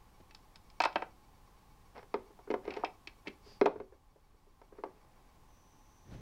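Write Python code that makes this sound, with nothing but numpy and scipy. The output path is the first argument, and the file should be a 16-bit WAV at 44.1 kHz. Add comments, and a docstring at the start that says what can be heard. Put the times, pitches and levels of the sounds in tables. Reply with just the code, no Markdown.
"""A small room, the microphone close to a hollow plastic horse trailer in which a hand moves toys about.
A small part clicks and drops, a toy horse scrapes and is stood on the trailer floor, a doll is lifted out.
Each contact rings the plastic's modes under a short crack; dragged plastic sticks and slips.
Faint room noise and the camera's focus motor lie underneath. Near the end a thin hiss comes in,
and the camera is swung and rumbles."""
import sys
import numpy as np
from scipy import signal
from scipy.fft import rfft, irfft
from scipy.io import wavfile

SR = 44100
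rng = np.random.default_rng(int(sys.argv[2]) if len(sys.argv) > 2 else 0)


def wrap_up_sound(samples):
    """Save the sound to the file named by the first command line argument, as 16-bit audio."""
    columns = np.atleast_2d(samples).T
    # keep every value between -1 and 1, then stretch to whole-number steps
    tamed = np.clip(columns, -1, 1)
    steps = np.round(tamed * 32767).astype(np.int16)
    wavfile.write(sys.argv[1], SR, steps)


N = 273856
PIVOT_HZ = 1000  # hardness tilts the tone about this pitch

# the four registers of a blow, thud to tick: low_hz, high_hz
REGISTERS = [(150, 600), (600, 1500), (1500, 3500), (3500, 15000)]
# modes of the hollow trailer: pitch_hz, level_db, t60_s
TRAILER_MODES = [(164.3, -23.5, .14), (228, -19.5, 0.21), (274, -18.5, 0.21), (304, -9.5, 0.093),
                 (377.5, -4.5, 0.14), (423, 1.5, 0.099), (495, -7, 0.084), (537.3, -8.5, 0.15),
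                 (612, -10.5, 0.039), (723, -4.5, 0.059), (898, -4.5, 0.054), (962, -6, 0.055),
                 (1138, -17, 0.12), (1278, -9, 0.055), (1650, -31, 0.046), (2115, -18, 0.026),
                 (2490, -23.5, 0.024), (2960, -27.5, 0.015), (4200, -11.5, 0.021), (5440, -20, 0.019)]


def gain_of(db):
    """Decibels to amplitude."""
    return 10 ** (np.asarray(db) / 20)


def unit_rms(x):
    """Scales to rms 1."""
    return x / np.sqrt(np.mean(x ** 2) + 1e-20)


def value_at(points, hz):
    """Reads a table on a log-frequency axis."""
    point_hz, value = np.transpose(points)
    return np.interp(np.log(hz + 1), np.log(point_hz + 1), value)


def add(mix, start_s, sound):
    """Mixes a sound in at start_s."""
    part = mix[round(start_s * SR):][:len(sound)]
    part += sound[:len(part)]


def coloured(x, colour):
    """Gives x a spectrum, at rms 1."""
    hz = np.fft.rfftfreq(len(x), 1 / SR)
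    return unit_rms(irfft(rfft(x) * gain_of(value_at(colour, hz)), len(x)))


def noise(colour):
    """Steady noise of one colour, at rms 1."""
    return coloured(rng.standard_normal(N), colour)


def dying(x, colour, t60):
    """Colours x and lets every frequency die at its own speed."""
    hz, t, spectra = signal.stft(x, SR, nperseg=128)
    fade_db = value_at(colour, hz)[:, None] - 60 * t / value_at(t60, hz)[:, None]
    return signal.istft(spectra * gain_of(fade_db), SR, nperseg=128)[1][:len(x)]


def strokes(rows):
    """The gain of movements that swell from rest and come to rest again."""
    t = np.arange(N) / SR
    return sum(gain_of(db) * np.sin(np.pi / 2 * np.interp(t, (start, peak, end), (0, 1, 0)))
               for start, peak, end, db in rows)


def room_tone():
    """Faint steady room noise with two humps near 1 kHz."""
    colour = [(15, -10), (30, -6), (50, -7.5), (90, -11.5), (160, -15.5), (400, -21.5), (660, -26),
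              (770, -20), (865, -14.5), (925, -27), (1050, -17), (1300, -29.5), (3000, -35), (5500, -37.5),
              (8000, -40.5), (15500, -43)]  # its spectrum: frequency_hz, level_db
    return gain_of(-64) * noise(colour)


def room_rumble():
    """The room's deep steady rumble."""
    colour = [(12, -9.5), (29, -2), (42, -11.5), (65, -13), (100, -22), (200, -34.5), (1000, -70)]  # its spectrum: frequency_hz, level_db
    return gain_of(-66.5) * noise(colour)


def focus_motor(pitch_hz=1124, step_s=0.031, until_s=5.4):
    """The lens hunts in short steps, about seven a second, each a faint whine."""
    harmonics = [(1, -77), (2, -80.5), (4, -85), (5, -85)]  # the motor's whine: pitch_multiple, level_db
    t = np.arange(round(step_s * SR)) / SR
    whine = sum(np.sqrt(2) * gain_of(db) * np.sin(2 * np.pi * k * pitch_hz * t) for k, db in harmonics)
    starts = np.cumsum(rng.uniform(.1, .17, 60))
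    out = np.zeros(N)
    for start_s in starts[starts < until_s]:
        add(out, start_s, whine * signal.windows.tukey(len(t), .5))
    return out


def camera_grip():
    """Handling noise: the grip shifts briefly, and at the end the camera is swung."""
    moves = [(0.198, 0.207, 0.22, -51), (3.62, 3.78, 3.86, -61.5), (6.03, 6.18, 6.35, -50.5),
             (6.105, 6.138, 6.165, -50.5)]  # moves of the hand: start_s, peak_s, end_s, level_db
    colour = [(25, -5), (70, 2), (130, 3), (250, -8), (500, -15.5), (1200, -24.5), (5000, -36),
              (15000, -61.5)]  # their rumble: frequency_hz, level_db
    return strokes(moves) * noise(colour)


def register_levels(tone_db, strength_db, hardness_db=0, wall_db=0, wall_hz=900):
    """A harder contact tilts the tone upward; one near a thin wall rings the register around wall_hz."""
    low, high = np.transpose(REGISTERS[:len(tone_db)])
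    octaves = np.log2(np.sqrt(low * high) / PIVOT_HZ)
    holds_wall = (low <= wall_hz) & (wall_hz < high)
    return strength_db + np.array(tone_db) + hardness_db * octaves + wall_db * holds_wall


def blow(modes, register_db, crack_db, early_db, rise_s):
    """One contact: the modes ring under a short crack, a crowd of short-lived wall modes."""
    crack_colour = [(100, -25.5), (220, -18), (400, 6.5), (900, -7.5), (2400, 2), (3200, -4.5), (5400, -1),
                    (6300, -13), (8000, -19.5), (11000, -32), (15000, -35.5)]  # the crack's spectrum: frequency_hz, level_db
    crack_t60 = [(300, 0.11), (1000, 0.088), (2500, 0.1), (5000, 0.023), (10000, 0.047)]  # its decay: frequency_hz, t60_s
    t = np.arange(SR // 3) / SR
    attack = t < .012
    hz, db, t60 = np.transpose(modes)[:, :, None]
    # the force has a smooth spectrum, so each register leans towards its stronger neighbour
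    force = [(np.sqrt(low * high), 0.98 * (strength_db - max(register_db)))
             for (low, high), strength_db in zip(REGISTERS, register_db)]
    # every point of contact favours other modes, and the grip detunes them slightly
    weight = gain_of(db + value_at(force, hz) + rng.uniform(-3, 3, hz.shape))
    weight *= rng.choice([-1, 1], hz.shape)
    detune = 1 + 0.0058 * rng.uniform(-0.24, 1, hz.shape)
    rings = weight * np.sin(2 * np.pi * hz * detune * t) * np.exp(-np.log(1000) * t / t60)
    # a strong first swing, soon damped by the fingers and the joints
    rings *= 1 + gain_of(early_db) * np.exp(-(t / 0.0065) ** 2)
    crack = dying(coloured(rng.standard_normal(len(t)), force), crack_colour, crack_t60)
    crack *= 1 + np.exp(-t / 0.004)
    out = np.zeros(len(t))
    for (low, high), strength_db, share_db in zip(REGISTERS, register_db, crack_db):
        ring = rings[(low <= hz[:, 0]) & (hz[:, 0] < high)].sum(0)
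        snap = signal.sosfilt(signal.butter(3, (low, high), "band", fs=SR, output="sos"), crack)
        # each kind of contact has its own rise time, and lower registers build up more slowly
        push = 1 - np.exp(-t / (rise_s * (PIVOT_HZ / high) ** 0.54))
        band = push * (ring / ring[attack].std() + gain_of(share_db) * snap / snap[attack].std())
        out += gain_of(strength_db) * band / band[attack].std()
    return out


def strikes(rows, tone_db, modes, crack_db, early_db, rise_s, low_cut_hz):
    """All the blows of one kind; crack_db is the crack against the ring in each register."""
    out = np.zeros(N)
    for start_s, *touch in rows:
        add(out, start_s, blow(modes, register_levels(tone_db, *touch), crack_db, early_db, rise_s))
    # panels this small radiate almost no bass
    return signal.sosfilt(signal.butter(3, low_cut_hz, "high", fs=SR, output="sos"), out)


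def part_clicks():
    """Small hard parts and toy limbs click and ring briefly."""
    # the contacts: start_s, strength_db, hardness_db_per_octave, wall_ring_db
    clicks = [(0.309, -65, 2, -2), (0.3475, -71.5, 8.5, 12), (0.5575, -72, 7.5, 11.5),
              (0.7006, -77, 6.5, 4), (0.8025, -33, 0.5, 10.5), (0.8185, -45, 3, -7),
              (0.8372, -36, 0.9, 8.5), (0.8505, -50, 5, 15), (0.8548, -35.5, -2, 11), (0.927, -61, 1, -10),
              (0.9573, -33.5, -2.5, 7), (1.021, -43, -3.5, 8), (2.7055, -45.5, -1.5, -15),
              (2.738, -56, 2.2, -6), (2.8362, -49, -10.5, 21), (2.8465, -40.5, -0.5, -10),
              (3.0727, -47.5, 1, -9.5), (3.2715, -40, -3, -23), (3.279, -47, 0.1, -5.5)]
    tone = (-7, -2.5, 1, -7.5)  # balance of the registers, thud to tick: level_db
    modes = [(326, -11.5, 0.054), (457, -20.5, .04), (571, -16, 0.035), (754, -3, 0.07), (901, -2, 0.06),
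             (964, -7, 0.045), (1300, -3, 0.045), (1957, -10.5, 0.039), (2330, 1, 0.017),
             (2588, -6.5, 0.081), (3146, -11, 0.036), (3380, -15.5, 0.026), (4420, -12, 0.027),
             (5166, -13, 0.0356)]  # modes of a small part lying on the trailer: pitch_hz, level_db, t60_s
    return strikes(clicks, tone, modes,
                   crack_db=(-6, -4.5, -3.5, 4.5), early_db=4.5, rise_s=0.0021, low_cut_hz=212)


def floor_scrapes(slips_per_s=2200):
    """Plastic dragged over the trailer floor sticks and slips in tiny uneven jerks."""
    drags = [(1.945, 1.977, 2.023, -51.5), (2.62, 2.72, 2.894, -51.5), (3.25, 3.268, 3.29, -54.5),
             (4.73, 4.79, 4.84, -66), (4.85, 4.9, 5.7, -72.5)]  # the drags: start_s, peak_s, end_s, level_db
    colour = [(100, -5), (330, 8.5), (900, 8.5), (1400, 0.5), (2400, -2.5), (3500, -16), (5500, -16),
              (7000, -45), (15000, -52)]  # their spectrum: frequency_hz, level_db
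    slips = (rng.random(N) < slips_per_s / SR) * rng.standard_normal(N)
    friction = unit_rms(slips) + 0.31 * rng.standard_normal(N)
    return strokes(drags) * coloured(friction, colour)


def trailer_knocks():
    """Hooves and toys knock on the trailer and ring its hollow body."""
    # the contacts: start_s, strength_db, hardness_db_per_octave, wall_ring_db
    knocks = [(1.979, -50, 3.5, -0.5), (2.029, -55, 3, -1), (2.141, -30.5, 0.84, 0), (2.39, -59, 1.5, 6.5),
              (2.503, -32.5, -0.2, -10), (2.512, -34.5, 0.7, -4.5), (2.5398, -32.5, -0.1, 1),
              (2.653, -48, 2.3, -6), (2.678, -36.5, -0.7, -7.5), (2.765, -42, 2.5, -3),
              (2.77, -38, 1.1, -5), (3.6128, -21.5, 0, -4.5), (3.658, -24.5, 1.44, -5),
              (3.6622, -36, -2.5, 13), (3.675, -47.5, -6, 4), (3.801, -45, -1.4, -0.5),
              (4.616, -58, 2, 3.5), (4.837, -40, 0.5, 4.5)]
    tone = (1, -3.5, -15, -27)  # balance of the registers, thud to tick: level_db
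    return strikes(knocks, tone, TRAILER_MODES,
                   crack_db=(-16, -6, -2, 9), early_db=-8.5, rise_s=0.00057, low_cut_hz=196)


def hand_bumps():
    """The hand bumps the trailer, too gently for treble."""
    bumps = [(2.302, -58), (2.473, -47), (2.796, -52), (3.3, -58), (3.463, -55.5), (3.515, -59),
             (3.757, -42), (3.922, -55), (4.159, -61.5), (4.341, -67), (4.467, -65), (4.723, -53),
             (4.784, -47.5), (4.86, -46)]  # the contacts: start_s, strength_db
    tone = (0.5, -11)  # balance of the two lowest registers: level_db
    return strikes(bumps, tone, TRAILER_MODES,
                   crack_db=(-10, -2), early_db=12, rise_s=0.0038, low_cut_hz=300)


def horse_swish():
    """A soft high swish as the horse is turned."""
    turn = [(3.425, 3.5, 3.6, -63)]  # the turn: start_s, peak_s, end_s, level_db
    colour = [(500, -14.5), (2500, -11), (4100, -14), (4800, 0.5), (5600, -13), (6600, -17), (8000, -25.5),
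              (15000, -47)]  # its spectrum: frequency_hz, level_db
    return strokes(turn) * noise(colour)


def thin_hiss():
    """A thin hiss near 6 kHz comes in late and stays."""
    fade_in = [(5.44, -101), (5.5, -78.5), (6.21, -75.5)]  # its rise from silence: time_s, level_db
    colour = [(4800, -51), (5650, -6), (6000, 1.5), (6350, -9), (7500, -41)]  # its narrow band: frequency_hz, level_db
    level_db = np.interp(np.arange(N) / SR, *np.transpose(fade_in), left=-np.inf)
    return gain_of(level_db) * noise(colour)


def room_echo(x, gap_s=0.0078, reflections_per_s=2500):
    """Sparse wall reflections of random sign, each band dying at its own speed."""
    colour = [(200, -11.5), (500, -15.5), (1000, -12), (2500, -13), (5000, -12.5), (12000, -26)]  # the echo's spectrum: frequency_hz, level_db
    decay = [(200, 0.35), (500, 0.3), (1000, 0.25), (2500, 0.23), (5000, 0.25), (12000, .1)]  # its decay: frequency_hz, t60_s
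    t = np.arange(SR * 3 // 4) / SR
    taps = rng.choice([-1., 1.], len(t)) * (rng.random(len(t)) < reflections_per_s / SR) * (t > gap_s)
    taps /= np.linalg.norm(taps * np.exp(-t / 0.044))
    return signal.fftconvolve(x, dying(taps, colour, decay))[:N]


def scene():
    """Close toys and their echo over the room noise and the camera's own sounds, in mono."""
    # room tone and motor dip for a while after the hardest knocks: time_s, gain_db
    dip_curve = [(3.62, 1.5), (3.72, -4.5), (4.3, -4.5), (5.301, 0.5)]
    dip = gain_of(np.interp(np.arange(N) / SR, *np.transpose(dip_curve)))
    toys = part_clicks() + trailer_knocks() + hand_bumps() + floor_scrapes() + horse_swish()
    background = dip * (room_tone() + focus_motor()) + room_rumble()
    camera = thin_hiss() + camera_grip()
    return (toys + room_echo(toys) + background + camera)[None]


def record(dry):
    """The recorder cuts off the highest treble."""
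    low_pass = signal.firwin(511, cutoff=15850, window=("kaiser", 9), fs=SR)
    return signal.oaconvolve(dry, low_pass[None], "same")


dry = scene()
out = record(dry)
wrap_up_sound(out)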